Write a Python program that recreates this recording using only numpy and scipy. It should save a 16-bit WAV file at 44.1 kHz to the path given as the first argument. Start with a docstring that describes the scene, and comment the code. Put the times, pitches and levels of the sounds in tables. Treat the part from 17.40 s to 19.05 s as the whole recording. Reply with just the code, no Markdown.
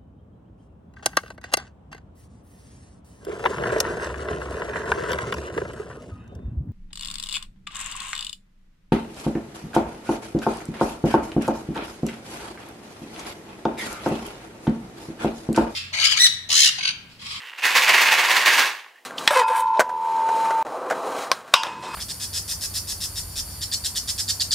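"""Shaking a box of grains

A flat cardboard box is shaken by hand, close by in a small room. Fingers slide and tap on the card,
then loose grains are thrown from wall to wall about twenty times a second, each one ticking and
making the panels ring. The hardest swings push soft puffs of air. The shaking stops, the room
rings out and the grip shifts."""
import sys
import numpy as np
from scipy import signal
from scipy.fft import rfft, irfft
from scipy.io import wavfile
from scipy.ndimage import uniform_filter1d, minimum_filter1d

SR = 44100
rng = np.random.default_rng(int(sys.argv[2]) if len(sys.argv) > 2 else 0)


def wav_out(sig):
    """Save sig, one row per channel (or a flat mono array), as 16-bit PCM at SR to the path in sys.argv[1]."""
    wavfile.write(sys.argv[1], SR, np.round(np.clip(np.atleast_2d(sig).T, -1, 1) * 32767).astype(np.int16))


N = 72765
TIME = np.arange(N) / SR
FFT_SIZE = 2 ** 17
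HZ = np.maximum(np.arange(FFT_SIZE // 2 + 1) * SR / FFT_SIZE, 1)
OPPOSITE = np.array([[1], [-1]])   # plus in the left ear, minus in the right

# Grains land on a spot of wall that favours one pitch:
# (peak time [s], level [dB], rise [s], extra tick [dB], favoured pitch [Hz], its boost [dB])
THROWS = [(0.19, -36, 0.0082, 1.5, 2600, 10), (0.238, -25.5, 0.0096, -10, 2550, 12.5),
          (.260, -20.5, 0.015, 6, 1840, 8.5), (0.32, -24.5, 0.021, 1, 2500, 9.5),
          (0.37, -13.5, .015, 2, 2270, 3.5), (0.434, -21, 0.014, 6, 2470, 12),
          (0.495, -15.5, 0.016, -2.5, 2330, 7), (0.546, -15, .011, 0, 2500, 5),
          (.585, -21, 0.0072, 3, 2180, 11), (0.621, -16, 0.012, 3, 2100, 1),
          (0.679, -19, 0.019, 1, 2500, 8), (0.729, -16, 0.013, 2.5, 2050, 4),
          (0.794, -17.5, 0.014, 1, 2240, 5.5), (0.856, -19, 0.023, -1.5, 1770, 1.5),
          (0.916, -16.5, 0.022, 1, 1110, 2), (0.971, -17, 0.018, 1.5, 1970, 3.5),
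          (1.023, -21.5, 0.013, -1, 1800, 4.5), (1.062, -16, 0.0068, 3, 1090, 0),
          (1.082, -16, 0.012, -0.5, 1860, 6.5), (1.145, -18.5, 0.023, 3.5, 1850, 2.5),
          (1.192, -14.5, 0.014, 1.5, 1040, 0.5), (1.223, -23, 0.018, 0, 1650, 7.5),
          (1.268, -24, 0.025, -2, 1720, 0)]
# One piece hits by itself: (time [s], strength [dB])
KNOCKS = [(.496, 6.5), (.503, 5), (.544, 6.5), (.689, 7.5), (.7215, 7), (0.969, 9.5), (1.079, -8),
          (1.1372, -1), (1.189, -2)]
# The notes of the cardboard panels: (pitch [Hz], width [Hz], level [dB])
PANELS = [(206, 12, -19), (333, 126, -19.5), (505, 122, -14), (762, 123, -12), (909, 164, -3.5),
          (1074, 203, -2.5), (1383, 170, -5.5), (1637, 110, 0), (1843, 192, -0.5), (2142, 330, -2),
          (2547, 180, -4), (2816, 203, -3.5), (3470, 660, -9.5), (4420, 820, -11.5)]
# The tone of a grain's dry tick: (frequency [Hz], relative level [dB])
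TICK_COLOUR = [(200, -9.5), (1000, -20), (2500, 1), (4000, 2), (6300, 4), (8500, -4), (11000, -6.5),
               (13000, -5), (15500, -12.5)]
# Fingertips tap the card: (time [s], strength [dB], dulled above [Hz])
TAPS = [(0.0345, -14, 3000), (0.1165, -17, 3500), (0.1297, -15.5, 2400), (0.134, -9, 2800),
        (.182, -18, 3000), (1.444, -14, 3230), (1.4615, -12.5, 1800), (1.4642, -12.5, 1720)]
# Fingers rub the card: (time [s], level [dB])
RUB_LEVELS = [(0, -40.5), (.04, -42), (.098, -40), (.112, -47.5), (.17, -46.5), (1.40, -43.5),
              (1.44, -57.5), (1.49, -57), (1.54, -61.5), (1.575, -57), (1.65, -67)]
# The tone of the rubbing: (frequency [Hz], relative level [dB])
RUB_COLOUR = [(150, -32), (450, -12.5), (620, -20), (1000, 1), (1350, 0), (1900, 7.5), (2350, 2), (2850, 7),
              (3500, -2), (6000, -13), (10000, -20.5), (15500, -24)]
# Air pushed by the hardest swings: (time [s], level [dB])
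PUFFS = [(.50, -67), (.722, -46), (1.19, -52)]
# How the box reaches the ears: (frequency [Hz], left-right likeness [0-1], left minus right [dB])
STEREO = [(200, 0.48, 0.5), (600, 0.95, 2), (1240, 1, 0.3), (2200, 0.92, -1.5), (4500, 0.89, -1),
          (9000, 0.73, 0.3), (15000, .88, 0.5)]
# The tone of the quiet background: (frequency [Hz], relative level [dB])
BACKGROUND_COLOUR = [(30, -38), (110, -22), (210, -3), (400, 7.5), (900, 12), (2000, -17), (5000, -6),
                     (15000, -10)]

GRAINS_PER_S, TYPICAL_THROW_DB = 5000, -17   # louder throws than this have more hits a second
THROW_FALL_DB_PER_S, SPOT_WIDTH_OCTAVES = 230, 0.21
BOX_LOW_CUT_HZ = 239
TICK_DB, SCUFF_S = -11.5, 0.0012
CRACK_DB, CRACK_ABOVE_HZ = -20, 10000
PUFF_S, PUFF_BELOW_HZ, SWISH_DB = 0.009, 110, -71
PAN_DB, PAN_DB_PER_S = -1.5, 0.5   # left minus right: the box drifts from the right towards the middle
ROOM_DB, ROOM_DELAY_S, ROOM_WIDTH = -9, 0.0056, 0.49
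ROOM_FADE_S, TREBLE_FADE_S = 0.5, 0.41   # time to fall by 60 dB
BACKGROUND_DB = -61


def box():
    """Grains, knocks and taps make the cardboard panels ring briefly; grains also tick."""
    throws = throw_powers()
    power = throws.sum(axis=0)
    tick_db, spot_hz, spot_db = np.transpose(THROWS)[3:]
    force = np.sqrt(power) / from_db(TYPICAL_THROW_DB)
    grains = contacts(power, GRAINS_PER_S * np.sqrt(force), spread_db=2)
    knocks, taps = clicks_at(KNOCKS), finger_taps()
    rings = 0
    for k, (hz, width, db) in enumerate(PANELS):
        spot_boost = from_db(spot_db * np.exp(-(np.log2(hz / spot_hz) / SPOT_WIDTH_OCTAVES) ** 2))
        boosted_grains = grains * np.sqrt(spot_boost ** 2 @ throws / power)
        push = to_ears(boosted_grains + knocks, hz) + taps * (-1) ** k
        rings = rings + from_db(db) * resonance(push, hz, width)
    # make up for the power lost in the narrow resonances
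    rings *= np.sqrt(SR / np.pi / sum(width * from_db(db) ** 2 for hz, width, db in PANELS))
    tick_power = from_db(tick_db) ** 2 @ throws
    bright = ticks(grains * np.sqrt(tick_power / power)) + cracks(tick_power)
    return butter(rings + bright, BOX_LOW_CUT_HZ, "high", order=4)


def throw_powers():
    """The power of each throw over time: it swells as the grains land, then dies away."""
    powers = []
    for peak_s, db, rise_s, *_ in THROWS:
        swell = np.exp(-(np.minimum(TIME - peak_s, 0) / rise_s) ** 2)
        fall = from_db(db - THROW_FALL_DB_PER_S * np.maximum(TIME - peak_s, 0))
        powers.append(swell * fall ** 2)
    return np.array(powers) + 1e-14


def ticks(grains):
    """Each grain scuffs the card for a moment, making a tiny burst of bright noise."""
    decay = np.exp(-1 / (SCUFF_S * SR))
    scuffs = np.sqrt(signal.lfilter([1 - decay], [1, -decay], grains ** 2 + 1e-18))
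    return from_db(TICK_DB) * colour(to_ears(scuffs, hz=8000), TICK_COLOUR)


def cracks(power):
    """Hard throws add crisp, very high cracks."""
    hardness = (np.sqrt(power) / from_db(TYPICAL_THROW_DB)) ** 0.98
    clicks = contacts(power, per_s=1800, spread_db=3) * hardness
    return from_db(CRACK_DB) * butter(to_ears(clicks, hz=13000), CRACK_ABOVE_HZ, "high")


def finger_taps():
    """Soft fingertips give the card dull little clicks."""
    taps = sum(butter(clicks_at([(s, db)]), dull_hz, "low", order=3) for s, db, dull_hz in TAPS)
    return butter(taps, 410, "high", order=1)


def finger_rub():
    """Skin sticks and slips on the card in a fine crackle."""
    level = from_db(np.interp(TIME, *np.transpose(RUB_LEVELS)))
    slips = contacts(level ** 2, per_s=5800, spread_db=5)
    return colour(to_ears(slips, hz=2000), RUB_COLOUR)


def finger_drag(peak_s=1.576, swell_s=0.032, hz=1830, width_hz=260, db=-55):
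    """A fingertip drags and the card hums briefly on one note."""
    hum = resonance(resonance(rng.standard_normal(N), hz, width_hz), hz, width_hz)
    swell = np.exp(-((TIME - peak_s) / swell_s) ** 2)
    return from_db(db) * unit_energy(hum) * np.sqrt(N) * swell


def air_puffs():
    """The box pushes air: soft low bumps over a faint swish, mostly on the right."""
    air = unit_energy(butter(rng.standard_normal((2, N)), PUFF_BELOW_HZ, "low")) * np.sqrt(2 * N)
    bumps = sum(from_db(db) * np.exp(-((TIME - s) / PUFF_S) ** 2) for s, db in PUFFS)
    swish = from_db(SWISH_DB) * np.sqrt(throw_powers().sum(axis=0))
    return air * (bumps + swish) * from_db([[-12], [0]])


def room(x):
    """Echoes blur into a tail that is narrow in the bass and loses its treble first."""
    mid, side = rng.standard_normal((2, N))
    noise = mid + ROOM_WIDTH * butter(side, 2100, "high", order=1) * OPPOSITE
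    low = butter(noise, 3400, "low", order=1)
    tail = low * from_db(-60 * TIME / ROOM_FADE_S)
    tail += (noise - low) * from_db(-60 * TIME / TREBLE_FADE_S)
    tail *= TIME > ROOM_DELAY_S
    return signal.fftconvolve(x, unit_energy(tail) * np.sqrt(2), axes=1)[:, :N]


def background():
    """The quiet air: a steady hush, mostly the same in both ears."""
    noise = rng.standard_normal(N) + 0.5 * rng.standard_normal((2, N))
    return from_db(BACKGROUND_DB) * colour(noise, BACKGROUND_COLOUR)


def contacts(power, per_s, spread_db):
    """Random clicks of uneven size whose average power follows the given curve."""
    happens = rng.random(N) < per_s / SR
    clicks = happens * from_db(spread_db * np.minimum(rng.exponential(1, N), 4))
    average = uniform_filter1d(clicks ** 2, size=600)
    return clicks * np.sqrt(power / np.maximum(average, 1e-3))


def clicks_at(rows):
    """One click for each (time [s], strength [dB])."""
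    clicks = np.zeros(N)
    for s, db in rows:
        clicks[int(s * SR)] = from_db(db)
    return clicks


def to_ears(clicks, hz):
    """Every click comes from another spot, so its sign and its share in each ear vary."""
    alike = np.clip(at_hz(STEREO, hz), 0, 1)
    mid = rng.choice([-1, 1], N) * rng.uniform(0.64, np.sqrt(2), N)
    side = rng.standard_normal(N) * OPPOSITE
    return clicks * (np.sqrt((1 + alike) / 2) * mid + np.sqrt((1 - alike) / 2) * side)


def narrow_bass(x, below_hz=340):
    """Long, low sound waves reach both ears alike."""
    side = butter((x[0] - x[1]) / 2, below_hz, "high", order=1)
    return x.mean(axis=0) + side * OPPOSITE


def resonance(x, hz, width_hz):
    """Ring at one pitch; the wider the resonance, the sooner it dies."""
    decay = np.exp(-np.pi * width_hz / SR)
    feedback = [1, -2 * decay * np.cos(2 * np.pi * hz / SR), decay ** 2]
    return signal.lfilter(np.array([1, 0, -1]) * (1 - decay ** 2) / 2, feedback, x + 1e-18)


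def colour(x, spectrum):
    """Give a sound the tone in a table; white noise keeps its power."""
    cepstrum = irfft(np.log(from_db(at_hz(spectrum, HZ))))
    # fold it so that the filter rings only after a click, never before
    cepstrum[1:FFT_SIZE // 2] *= 2
    cepstrum[FFT_SIZE // 2 + 1:] = 0
    response = unit_energy(irfft(np.exp(rfft(cepstrum))))
    return irfft(rfft(x, FFT_SIZE) * rfft(response))[..., :N]


def butter(x, hz, kind, order=2):
    """Keep the "low" or the "high" side of a frequency."""
    return signal.sosfilt(signal.butter(order, hz, kind, fs=SR, output="sos"), x + 1e-18)


def at_hz(table, hz, column=1):
    """Read between a table's rows, giving each octave equal room."""
    rows = np.array(table)
    return np.interp(np.log(hz), np.log(rows[:, 0]), rows[:, column])


def from_db(db):
    """Turn decibels into a gain."""
    return 10 ** (np.asarray(db) / 20)


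def unit_energy(x):
    """Scale to an energy of one."""
    return x / np.sqrt(np.sum(x ** 2) + 1e-20)


def scene():
    """The box and fingers a little to the right, with the room, the puffs and the quiet air."""
    near = narrow_bass(box() + finger_rub() + finger_drag())
    direct = near * from_db((PAN_DB + PAN_DB_PER_S * TIME) * OPPOSITE / 2)
    in_room = direct + from_db(ROOM_DB) * room(near)
    ear_balance = from_db(at_hz(STEREO, HZ, column=2) * OPPOSITE / 2)
    heard = irfft(rfft(in_room, FFT_SIZE) * ear_balance)[:, :N]
    return heard + background() + air_puffs()


def record(dry):
    """A fast limiter holds the highest peaks at full scale, then the very top treble is cut."""
    limiter_samples, cutoff_hz = 41, 15800
    allowed = 1 / np.maximum(np.abs(dry).max(axis=0), 1)
    gain = uniform_filter1d(minimum_filter1d(allowed, size=limiter_samples), size=limiter_samples)
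    treble_cut = 1 / np.sqrt(1 + (HZ / cutoff_hz) ** 600)
    return irfft(rfft(dry * gain, FFT_SIZE) * treble_cut)[:, :N]


dry = scene()
out = record(dry)
wav_out(out)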